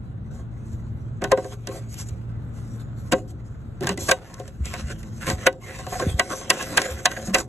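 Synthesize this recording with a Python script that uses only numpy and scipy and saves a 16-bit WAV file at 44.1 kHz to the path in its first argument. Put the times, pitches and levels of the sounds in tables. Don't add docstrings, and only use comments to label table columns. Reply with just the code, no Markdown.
import sys
import numpy as np
from scipy import signal
from scipy.fft import rfft, irfft, next_fast_len
from scipy.io import wavfile
from scipy.ndimage import uniform_filter1d, map_coordinates

SR = 44100
rng = np.random.default_rng(int(sys.argv[2]) if len(sys.argv) > 2 else 0)


def dump_mix(stems):
    frames = np.atleast_2d(stems).T
    limited = np.clip(frames, -1, 1)
    pcm = np.round(limited * 32767).astype(np.int16)
    wavfile.write(sys.argv[1], SR, pcm)


N = 329868
TIME = np.arange(N) / SR

# [t/s, level/dB]
HUM_LEVEL = [(0, -48), (.8, -36.5), (2.1, -33.5), (3.1, -36.5), (3.85, -41.5), (4.2, -49.5), (7.48, -40.5)]
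# [t/s, level/dB]
DRONE_LEVEL = [(0, -47.5), (1.1, -39.5), (1.7, -46), (3.1, -43.5), (4.2, -49), (4.7, -40.5), (5.05, -35),
               (5.6, -48), (7.48, -31.5)]
SHAFT_ORDERS = [-4, -2.5, -16]
# [t/s, level/dB]
RUMBLE_COURSE = [(0, -34.5), (.75, -36.5), (1.6, -35.5), (2.801, -37.5), (3.601, -35.5), (4.25, -40.5),
                 (4.649, -29), (5.35, -40.5), (5.7, -35.5), (6.1, -32.5), (6.55, -68), (7, -39),
                 (7.48, -30.5)]
# [t/s, level/dB]
AIR_COURSE = [(0, -41), (1.1, -39.5), (1.8, -38.5), (2.7, -38.5), (3.6, -39.5), (4.2, -41.5), (5, -40),
              (7.48, -35.5)]
# [f/Hz, relative level/dB]
RUMBLE_SPECTRUM = [(20, -47), (35, -7), (55, -0.5), (85, 1), (130, -1), (200, -11.5), (300, -39),
                   (600, -78)]
# [f/Hz, relative level/dB]
AIR_SPECTRUM = [(60, 7), (170, 7), (260, 1), (400, -6), (700, -12), (1000, -17.5), (1400, -16), (1800, -24),
                (2600, -32.5), (4000, -34.5), (7500, -82), (12000, -100)]

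# [t/s, peak level/dB, first f/Hz, last f/Hz, hold before release/s]
HAND_BUMPS = [(0.727, -26, 101, 79, 0.028), (2.117, -19, 118, 79, 0.0087), (3.84, -22.5, 170, 131, 0.019),
              (3.905, -26, 243, 183, 0.027), (4.021, -31.5, 92, 81.5, 0.029),
              (4.605, -15.5, 149, 67, 0.028), (4.84, -18.5, 150, 60.4, 0.014),
              (5.331, -17.5, 199, 69.5, 0.014), (6.065, -11, 433, 75.6, 0.019), (6.114, -20, 110, 70, 0.01),
              (6.142, -14.5, 159, 59, 0.016), (6.907, -20, 91, 73.5, 0.054), (7.282, -13, 151, 201, 0.013),
              (7.305, -17.5, 233, 195, 0.038)]

# [t/s, length/s, level/dB, hollow ring over it/dB, rasp centre f/Hz, rasp over it/dB]
SLIDE_STROKES = [(0.298, 0.11, -58.5, 8, 520, -8), (0.494, 0.6, -67, -26, 1050, -2),
                 (1.21, 0.15, -56, 15, 750, 8), (1.356, 0.18, -42, 0, 990, -12),
                 (1.528, .62, -56, -4, 2420, -8.5), (1.686, 0.097, -43.5, 7.5, 710, -25),
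                 (1.94, 0.051, -54, -12, 3030, 2), (2.11, 2.1, -69, -6, 1350, 5.5),
                 (2.784, 0.035, -54.5, -10, 3770, -7), (3.133, 0.052, -44.5, 12, 380, -17),
                 (3.805, .11, -54.5, 5, 260, 21), (3.891, 0.022, -36, 5, 2700, -5),
                 (3.985, 0.045, -64, 14, 380, 4), (4.059, 0.18, -58, 13, 745, 11),
                 (4.147, 1.4, -57, -4, 1440, -6.5), (4.23, 0.24, -50, 1.5, 1750, -3),
                 (4.63, 0.18, -41, -19, 2650, -5.5), (4.695, .14, -45.5, -4, 1790, -5),
                 (4.863, 0.061, -42.5, 2.5, 1570, -3), (5.199, 0.069, -41.5, -13, 1590, 3),
                 (5.254, 0.075, -32.5, -4.5, 2100, -8.5), (5.361, 0.12, -46.5, 3, 1820, -0.5),
                 (5.593, 0.52, -40, -8, 1150, -19), (5.646, 0.13, -40.5, -3, 1940, 2.5),
                 (5.893, .15, -38.5, 4, 1460, 0.5), (5.998, .1, -37, -1, 1160, -23),
                 (6.153, 0.32, -38.5, 1.5, 1510, -13), (6.289, 0.041, -28.5, -6, 1120, -4.5),
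                 (6.415, 0.013, -40, -4, 1100, 1), (6.497, 0.41, -30, -1, 1570, -7.5),
                 (6.772, 0.092, -29, 4.5, 1620, 0.5), (6.78, 0.023, -39, 3.5, 330, 18),
                 (6.88, 0.18, -35, 0.5, 1580, -12), (7.059, .17, -34, 1, 1540, -5.5),
                 (7.165, 0.074, -46.5, 14, 520, -2), (7.261, 0.043, -38, 9, 1540, -1.5),
                 (7.324, 0.082, -25, -4, 1610, -16)]
# [t/s, length/s, level/dB]
BRUSH_STROKES = [(.32, 0.053, -66), (.64, 0.12, -59.5), (1.12, 0.061, -72), (1.44, 0.065, -51),
                 (1.71, 0.07, -42.5), (1.88, 0.15, -46.5), (1.97, 0.047, -37), (2.05, 0.038, -48),
                 (2.52, 0.24, -59), (2.94, 0.28, -60), (3.27, 0.039, -48.5), (3.44, 0.042, -61.5),
                 (3.98, 0.15, -35), (4.97, 0.039, -50), (5.13, 0.15, -51), (5.88, 0.13, -34.5),
                 (6.34, 0.063, -36.5), (6.58, 0.19, -45), (7.24, 0.041, -31.5), (7.37, 0.038, -31)]
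# [f/Hz, relative level/dB]
SCRAPE_SPECTRUM = [(300, 18), (700, 9), (1200, 13), (1900, 8.5), (2700, 7), (4000, 2), (5000, 3.5),
                   (7000, -57)]
# [f/Hz, relative level/dB]
HISS_SPECTRUM = [(3000, -2), (4500, 0.5), (5800, 5), (7000, 7.5), (8500, 4), (10000, -10), (11700, 4.5),
                 (12400, -52)]
ATTACK_S, RELEASE_S, SWELL_SHARE, FADE_SHARE = 0.0099, 0.013, 0.045, 0.061
SLIDE_HISS_DB, BRUSH_SCRAPE_DB = -3, -15
HOLD_SCRAPE_DB, HOLD_HISS_DB = -67.5, -76.5

# [t/s, strength as level/dB, hollow ring/dB, thud/dB, sharpness/dB, contact length/s,
#  first favoured mode f/Hz, its level/dB, second favoured mode f/Hz, its level/dB]
CONTACTS = [(1.216, -28.5, 0, 0.5, -18, 0.0042, 738, -.5, 1470, -23),
            (1.2399, -25, -1, -2.5, -7, .0012, 1490, -7, 1795, -11),
            (1.317, -15.5, 0, -22, -12.5, 0.0013, 1030, 0, 1504, -10.5),
            (1.32, -21, 3, -4.5, -29, 0.0022, 525, 14, 417, -1),
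            (1.3747, -21, 4, -2, -21, 0.00065, 751, -9, 537, -1),
            (1.4444, -31.5, 5, 4, -14, .001, 522, 8, 703, -7),
            (1.671, -32, -2.5, -1, 1, 0.0017, 720, -12, 1510, -4),
            (1.685, -41.5, -8, 14, -4, 0.0049, 516, 14, 1020, -2),
            (1.941, -60, -17, -6, 20.5, .0015, 1480, -5, 2580, 0),
            (2.086, -60, -8, 16, 15.5, .0053, 1530, 3, 7200, 17.5),
            (3.1184, -19, -1.5, -5.5, -5.5, 0.0053, 994, -7, 2800, -10.5),
            (3.127, -21, 0, 6.5, -10, 0.0061, 525, 8.5, 401, 0),
            (3.807, -42.5, 1, 13, -3, .0016, 392, 15, 700, 0),
            (3.8336, -37, 2, 10, -7, 0.0015, 726, -4, 1750, -2),
            (3.8698, -26.5, -14, -6, -1, 0.0015, 1620, -5, 2640, -12),
            (3.8912, -25, -8, -1, -4, 0.0007, 1115, -7, 2900, -8),
            (3.975, -39, 3.5, 9, 2.5, 0.0009, 544, 2, 2010, 2),
            (4.085, -18.5, -1.5, -9, -6, 0.0081, 1620, -5, 1153, -4),
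            (4.1105, -13.5, -2.5, -14.5, -2, 0.0048, 1567, -0.5, 529, 2),
            (4.340, -55.5, -15, -13, 17.5, 0.0021, 1550, -11, 6500, 3),
            (4.395, -39, 10.5, 1, -4, 0.0044, 501, 4, 721, 5),
            (4.478, -46, 2, -7, 2.5, 0.001, 1490, -21.5, 540, -3),
            (4.654, -43.5, 0, -5, 10.5, 0.0036, 543, -7, 1530, -15),
            (4.738, -26.5, -10, -31, -10.5, 0.0011, 1950, -14, 718, -13),
            (5.028, -53.5, -6, -12, 4, 0.0041, 1970, -3, 2580, -4),
            (5.268, -31.5, -15, -4, -10, 0.0016, 1950, -12, 1210, -11),
            (5.285, -30.5, -2.5, -12, -10, .0028, 507, -14, 735, -19),
            (5.3, -27.5, -2.5, -24, -1, 0.00099, 1074, -4, 1580, -5),
            (5.4636, -10, -8.5, -11.5, -10.5, 0.0052, 1467, -3.5, 526.5, -1.5),
            (5.527, -40, 3, -10, -8, 0.00098, 1540, -12, 530, -5),
            (5.788, -34.5, 1, -18, -5, 0.0013, 754, 2, 1076, -3),
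            (5.866, -30, 2, -5, -11, 0.001, 737, -4, 1050, -11),
            (5.919, -28, -0.5, -7, -24, 0.012, 728, 5, 1076, -8),
            (5.950, -34, -1, -20, -22, 0.0038, 736, 10.5, 502, 3),
            (5.995, -23, -.5, -5, -9, 0.0028, 530, -1, 1075, -1),
            (6.018, -26, -0.5, 1.5, -32, 0.0029, 504, 6, 1592, -3),
            (6.1932, -11.5, -10.5, -16.5, -8.5, 0.0031, 733, -3.5, 1970, -4),
            (6.301, -37.5, 6, -14, -18, .006, 1076, 6, 508, 8.5),
            (6.327, -31.5, 9, -27, -18, 0.0019, 1580, 2, 1100, 0),
            (6.411, -41.5, 0, 2, -2, 0.0024, 1096, 5, 533, 7),
            (6.4987, -10, -7, -12, -0.5, 0.0054, 1890, -7, 2700, -8),
            (6.606, -36.5, -3, -10, -19, .0018, 1650, 10, 1960, 1),
            (6.625, -42.5, -6, -12, 15, .002, 1560, -3, 6400, 8),
            (6.771, -5, -11, -17, -6, 0.0048, 1584, -13, 1236, -15),
            (6.817, -25.5, -15, -30, 6.5, 0.0013, 1614, -1, 1950, -5),
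            (6.882, -32, 5, -8, -18, 0.0091, 509, 11.5, 1600, 2),
            (6.988, -36, -9, 1, -7.5, 0.0011, 1546, 1, 720, -4),
            (7.0539, -7, -14, -31, -1, 0.004, 1746, -6, 727, -8.5),
            (7.114, -26.5, -25.5, -22, -3.5, 0.0021, 1570, 2, 1940, -3),
            (7.164, -25.5, -2, -22, -22, 0.0027, 1630, 1, 2010, -5),
            (7.3417, -6, -4, -12.5, -4.5, 0.0061, 753, -13, 2660, -5),
            (7.382, -26.5, -6, -32, 4.5, 0.0045, 528, 10, 1550, 5)]
# [f/Hz, relative level/dB, t60/s]
MOUNT_MODES = [(185, 5, .09), (237, 5.5, 0.06), (285, 10.5, 0.04), (337, 6.5, 0.069), (396.8, 3, 0.15)]
# [f/Hz, relative level/dB, t60/s]
HOLLOW_MODES = [(346, -7, 0.071), (414.2, -5, 0.13), (530.7, 1.5, 0.14), (659.4, -6.5, 0.11),
                (735, -5.5, 0.18)]
# [f/Hz, relative level/dB, t60/s]
WALL_MODES = [(760, -9, 0.27), (954, 4, 0.086), (1073, 6, 0.086), (1226, 3.5, 0.056), (1504, -4, 0.15),
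              (1580.5, 7, .069), (1627, -29.5, 0.18), (1880, -2, 0.04), (1970, 2.5, 0.079),
              (2119, 2.5, 0.041)]
# [f/Hz, relative level/dB, t60/s]
NUT_MODES = [(2230, -23, .06), (2585, 13, 0.12), (2650, 3.5, 0.11), (2863, 14.5, 0.13), (3226, 9.5, 0.14),
             (3780, 10, 0.13), (4000, 7, 0.11)]
# [f/Hz, relative level/dB, t60/s]
RIM_MODES = [(5600, 19, 0.013), (6780, 17, 0.018), (6920, 13, 0.039), (8200, -6, 0.012),
             (10500, -34, 0.0045)]
# [f/Hz, relative level/dB]
CLACK_SPECTRUM = [(200, -47), (400, -18), (530, -2), (620, 8.5), (740, 4), (880, -6), (1080, 0),
                  (1350, -5.5), (1570, 2), (1950, -2), (2250, -3.5), (2650, -5), (5000, -36)]
# [f/Hz, relative level/dB]
CRACK_SPECTRUM = [(1200, -7.5), (2300, -9), (2800, -5), (4000, -5), (4900, -0.5), (6500, -39)]
# [f/Hz, relative level/dB]
TICK_SPECTRUM = [(3500, -20), (5000, -4), (5900, 1.5), (6900, -2), (8300, 1.5), (10000, -10), (11700, -5.5),
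                 (12500, -73)]
CRACK_DB, CRACK_FOLLOWS = -1.5, 0.74
ONSET_LEAD_S, ONSET_DB = .006, -17
# [f/Hz, relative level/dB]
BOOM_SPECTRUM = [(130, -15), (260, 14), (420, 13.5), (560, -4.5), (800, 2), (1500, -32)]

# [f/Hz, side minus mid level/dB]
FITTING_WIDTH = [(100, -12), (500, -17), (750, -19), (1100, -12), (1600, -13), (2000, -9), (2400, 0),
                 (3400, 0), (4000, -8), (5000, -11), (6500, -22), (8500, -13), (12000, -10)]
# [f/Hz, level difference/dB]
PORT_SHADING = [(500, .6), (850, .5), (1100, 2.5), (1400, 0), (1900, -3.3), (2300, -3), (2900, 0),
                (4000, -1.5), (6000, 0)]
# [f/Hz, lead/rad]
PORT_LEAD = [(900, .1), (1200, -.55), (1600, -.3), (2000, .7), (3800, .8), (4800, 3.1), (6500, 6.2),
             (7500, 6.35), (9600, 9.4), (11700, 12.4)]
GAIN_THRESHOLD_DB, GAIN_SLOPE, GAIN_ATTACK_S, GAIN_RECOVERY_DB_PER_S = -20, 0.57, 0.027, 7
LOW_HZ, TOP_HZ = 33, 12350


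def amp(db):
    return 10 ** (np.asarray(db) / 20)


def unit(x):
    return x / np.sqrt(np.mean(x ** 2) + 1e-20)


def blow(x):
    energy = np.sum(x ** 2, axis=-1, keepdims=True)
    return x / np.sqrt(energy / (SR / 100) + 1e-20)


def along(points, hz):
    f, value = np.transpose(points)
    return np.interp(np.log(hz + 1), np.log(f + 1), value)


def course(rows):
    s, level = np.transpose(rows)
    return np.interp(TIME, s, level)


def wobble(rate):
    knots = rng.standard_normal(int(N * rate / SR) + 4)
    return map_coordinates(knots, [TIME * rate])


def filtered(x, response):
    n = x.shape[-1]
    m = next_fast_len(n + min(n // 2, 4096), True)
    return irfft(rfft(x, m) * response(np.fft.rfftfreq(m, 1 / SR)), m)[..., :n]


def colour(x, spectrum):
    return filtered(x, lambda hz: amp(along(spectrum, hz)))


def resonate(x, modes):
    def response(f):
        total = 0
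        for k, (hz, db, t60) in enumerate(modes):
            width = np.log(1000) / np.pi / t60
            mode = 1j * f * width / (hz * hz - f * f + 1j * f * width)
            total = total + (-1) ** k * amp(db) * mode
        return total
    return filtered(x, response)


def stereo(pair, width):
    def shares(hz):
        turn = np.arctan(amp(along(width, hz)))
        return np.array([np.cos(turn), np.sin(turn)])
    mid, side = filtered(pair, shares)
    return np.array([mid + side, mid - side])


def add(track, s, sound):
    start = max(round(s * SR), 0)
    part = track[..., start:start + sound.shape[-1]]
    part += sound[..., :part.shape[-1]]


def tone(hz, drift, flutter_db):
    line = np.sin(2 * np.pi * hz * TIME + drift * wobble(3.3))
    return unit(line * amp(flutter_db * wobble(6.2)))


def near_hum():
    pair = np.array([tone(hz=114.7, drift=1.0, flutter_db=-0.5) for _ in range(2)])
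    return amp(course(HUM_LEVEL)) * pair


def distant_drone():
    shaft = 2 * np.pi * 110.4 * TIME + 0.3 * wobble(9)
    orders = sum(amp(db) * np.sin(k * shaft) for k, db in enumerate(SHAFT_ORDERS, 1))
    return amp(course(DRONE_LEVEL) + 2.4 * wobble(8.6)) * orders


def outdoor_noise():
    rumble = unit(colour(rng.standard_normal((2, N)), RUMBLE_SPECTRUM))
    air = unit(colour(rng.standard_normal((2, N)), AIR_SPECTRUM))
    rumble_gain = amp(course(RUMBLE_COURSE) + 1.2 * wobble(3.1))
    return rumble_gain * rumble + amp(course(AIR_COURSE)) * air


def background():
    width = [(100, -12), (250, -12), (420, -3), (800, 0), (2500, 3)]  # [f/Hz, side minus mid/dB]
    return stereo(outdoor_noise() + near_hum(), width) + distant_drone()


def bumps(sag_time=0.0047, rise=0.0018, release=0.0093):
    track, t = np.zeros(N), np.arange(SR // 5) / SR
    for s, db, first_hz, last_hz, length in HAND_BUMPS:
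        pitch = last_hz + (first_hz - last_hz) * np.exp(-t / sag_time)
        turns = np.cumsum(pitch) / SR
        onset = 1 - np.exp(-(t / rise) ** 2)
        decay = np.exp(-np.maximum(t - length, 0) / release)
        add(track, s, amp(db) * onset * decay * np.sin(2 * np.pi * turns))
    return track


def stroke(length):
    attack, release = ATTACK_S + SWELL_SHARE * length, RELEASE_S + FADE_SHARE * length
    t = np.arange(int((length + 8 * release) * SR)) / SR
    return (1 - np.exp(-(t / attack) ** 2)) * np.exp(-np.maximum(t - length, 0) / release)


def strokes(rows):
    power = np.zeros(N)
    for s, length, db in rows:
        add(power, s, (amp(db) * stroke(length)) ** 2)
    return np.sqrt(power)


def slips(rate, spread_db, smooth):
    sign = np.sign(rng.standard_normal((2, N)))
    sizes = sign * amp(spread_db * rng.uniform(-0.36, 1, (2, N)))
    catches = rng.random((2, N)) < rate / SR
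    return unit(catches * sizes) + smooth * rng.standard_normal((2, N))


def patchy(x, depth_db):
    z = signal.stft(x, nperseg=1024)[2]
    field = rng.standard_normal(z.shape[1:])
    for _ in range(2):
        field = uniform_filter1d(field, size=7, axis=0)
        field = uniform_filter1d(field, size=5, axis=1)
    uneven = z * amp(depth_db * unit(field))
    return unit(signal.istft(uneven, nperseg=1024)[1][:, :N])


def rasp(grit):
    track = np.zeros((2, N))
    for s, length, db, _, hz, rasp_db in SLIDE_STROKES:
        start = round(s * SR)
        shape = stroke(length)[:N - start]
        band = unit(resonate(grit[:, start:start + len(shape)], [(hz, 0, .006)]))
        add(track, s, amp(db + rasp_db) * shape * band)
    return track


def rubbing(pressure_db=1.74):
    slide = strokes([(s, length, db) for s, length, db, *_ in SLIDE_STROKES])
    boom = strokes([(s, length, db + hollow_db) for s, length, db, hollow_db, *_ in SLIDE_STROKES])
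    brush = strokes(BRUSH_STROKES)
    fine = slips(rate=700, spread_db=7, smooth=.15)
    coarse = slips(rate=90, spread_db=3, smooth=0)
    grit = fine + .8 * coarse
    hollow = unit(resonate(grit, HOLLOW_MODES))
    wall = unit(resonate(grit, WALL_MODES))
    nut = unit(resonate(grit, NUT_MODES))
    surface = unit(colour(grit, SCRAPE_SPECTRUM))
    scrape = patchy(0.8 * wall + 0.33 * nut + surface, depth_db=5)
    fibres = slips(rate=1500, spread_db=9, smooth=1)
    hiss = patchy(colour(fibres, HISS_SPECTRUM), depth_db=3.2)
    hold_scrape, hold_hiss = np.full(N, amp(HOLD_SCRAPE_DB)), np.full(N, amp(HOLD_HISS_DB))
    scrape_gain = np.linalg.norm([slide, amp(BRUSH_SCRAPE_DB) * brush, hold_scrape], axis=0)
    hiss_gain = np.linalg.norm([brush, amp(SLIDE_HISS_DB) * slide, hold_hiss], axis=0)
    friction = boom * hollow + scrape_gain * scrape + rasp(grit) + hiss_gain * hiss
    return amp(pressure_db * wobble(45)) * friction


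def ring(modes, t, rise, scatter_db, tilt_db=0):
    hz, db, t60 = np.transpose(modes)[:, :, None]
    scatter = scatter_db * rng.standard_normal((2, len(modes), 1))
    level = db + tilt_db * np.log2(hz / hz[0]) + scatter
    phase = rng.uniform(0, 2 * np.pi, (2, len(modes), 1))
    decay = np.exp(-np.log(1000) * t / t60)
    partials = amp(level) * decay * np.sin(2 * np.pi * hz * t + phase)
    return blow(partials.sum(1) * (1 - np.exp(-(t / rise) ** 2)))


def chatter(spectrum, t, length, t60, tail_db, tail_t60, tilt_db=0):
    after = np.maximum(t - length, 0)
    decay = np.exp(-np.log(1000) * after / t60)
    tail = amp(tail_db) * np.exp(-np.log(1000) * after / tail_t60)
    onset = 1 - np.exp(-(t / (.5 * length)) ** 2)
    burst = rng.standard_normal((2, len(t))) * (decay + tail) * onset
    hz = np.geomspace(400, 12000, 36)
    spot_db = tilt_db * np.log2(hz / hz[0]) + 1.5 * rng.standard_normal(len(hz))
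    spot = np.column_stack([hz, spot_db])
    return blow(filtered(burst, lambda f: amp(along(spectrum, f) + along(spot, f))))


def struck_spot(favoured, t, rise_cycles=7.1, t60_1khz=0.056, damping=0.53):
    sound = 0
    for hz, db in favoured:
        t60 = t60_1khz * (1000 / hz) ** damping
        sound = sound + amp(db) * ring([(hz, 0, t60)], t, rise=rise_cycles / hz, scatter_db=0)
    return sound


def soft_onset(sharp_db, t):
    dull, bright = (chatter(spectrum, t, ONSET_LEAD_S, t60=.02, tail_db=-40, tail_t60=.02)
                    for spectrum in (CLACK_SPECTRUM, TICK_SPECTRUM))
    return blow(dull + amp(sharp_db) * bright)


def knocks(hardness_tilt=2.1, wall_ring_db=-3.0, wall_rise=0.011, nut_ring_db=-5, grip_damping_s=0.093):
    track, t = np.zeros((2, N)), np.arange(SR // 6) / SR
    grip = np.exp(-t / grip_damping_s)
    for s, db, hollow_db, thud_db, sharp_db, length, first_hz, first_db, second_hz, second_db in CONTACTS:
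        length = max(length, 1e-4)
        tilt_db = np.clip(-hardness_tilt * (hollow_db + 1), -8, 4)
        thud = ring(MOUNT_MODES, t, rise=.005, scatter_db=2)
        hollow = ring(HOLLOW_MODES, t, rise=.007, scatter_db=1.5, tilt_db=.5 * tilt_db + 2)

        clack = chatter(CLACK_SPECTRUM, t, 2 * length, t60=.03, tail_db=-17, tail_t60=.09, tilt_db=tilt_db)
        wall_ring = ring(WALL_MODES, t, rise=wall_rise, scatter_db=0.5, tilt_db=tilt_db) * grip
        wall = blow(amp(wall_ring_db) * wall_ring + clack)

        snap = chatter(CRACK_SPECTRUM, t, 1.5 * length, t60=.022, tail_db=-18, tail_t60=.08)
        nut_ring = ring(NUT_MODES, t, rise=.0015, scatter_db=3) * grip
        crack = blow(amp(nut_ring_db) * nut_ring + snap)

        edge = chatter(TICK_SPECTRUM, t, 1.15 * length, t60=.011, tail_db=-24, tail_t60=.06)
        tick = blow(.4 * ring(RIM_MODES, t, rise=.0015, scatter_db=2.5) + edge)

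        bright = amp(CRACK_DB + CRACK_FOLLOWS * sharp_db) * crack + amp(sharp_db) * tick
        spot = struck_spot([(first_hz, first_db), (second_hz, second_db)], t)
        low = amp(hollow_db) * hollow + amp(thud_db) * thud
        add(track, s, amp(db) * (wall + spot + low + bright))
        add(track, s - ONSET_LEAD_S, amp(db + ONSET_DB) * soft_onset(sharp_db, t[:SR // 50]))
    return track


def cabinet(x, boom_db=-21, t60=0.71):
    t = np.arange(SR // 2) / SR
    tail = colour(rng.standard_normal((2, len(t))), BOOM_SPECTRUM) * np.exp(-np.log(1000) * t / t60)
    tail /= np.sqrt(SR * t60 / (2 * np.log(1000)))
    return x + amp(boom_db) * signal.fftconvolve(x, tail, axes=1)[:, :N]


def ports(pair):
    sides = np.array([[.5], [-.5]])

    def response(hz):
        shading = amp(sides * along(PORT_SHADING, hz))
        return shading * np.exp(1j * sides * along(PORT_LEAD, hz))
    return filtered(pair, response)


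def scene():
    fittings = stereo(rubbing() + cabinet(knocks()), FITTING_WIDTH)
    return background() + bumps() + ports(fittings)


def gain_control(x):
    power = uniform_filter1d(np.mean(x ** 2, axis=0), size=SR // 100)
    level_db = 10 * np.log10(np.abs(power) + 1e-12)
    cut_db = GAIN_SLOPE * np.maximum(level_db - GAIN_THRESHOLD_DB, 0)
    recovery_db = GAIN_RECOVERY_DB_PER_S * TIME
    held_db = np.maximum.accumulate(cut_db + recovery_db) - recovery_db
    keep = np.exp(-1 / (GAIN_ATTACK_S * SR))
    smooth_db = signal.lfilter([1 - keep], [1, -keep], held_db)
    return x * amp(-smooth_db)


def record(dry):
    ridden = gain_control(dry)
    rounded = ridden / (1 + np.abs(ridden) ** 6) ** (1 / 6)

    def band(hz):
        low_cut = hz ** 3 / np.hypot(hz ** 3, LOW_HZ ** 3)
        return low_cut / np.sqrt(1 + (hz / TOP_HZ) ** 60)
    return filtered(rounded, band)


dry = scene()
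out = record(dry)
dump_mix(out)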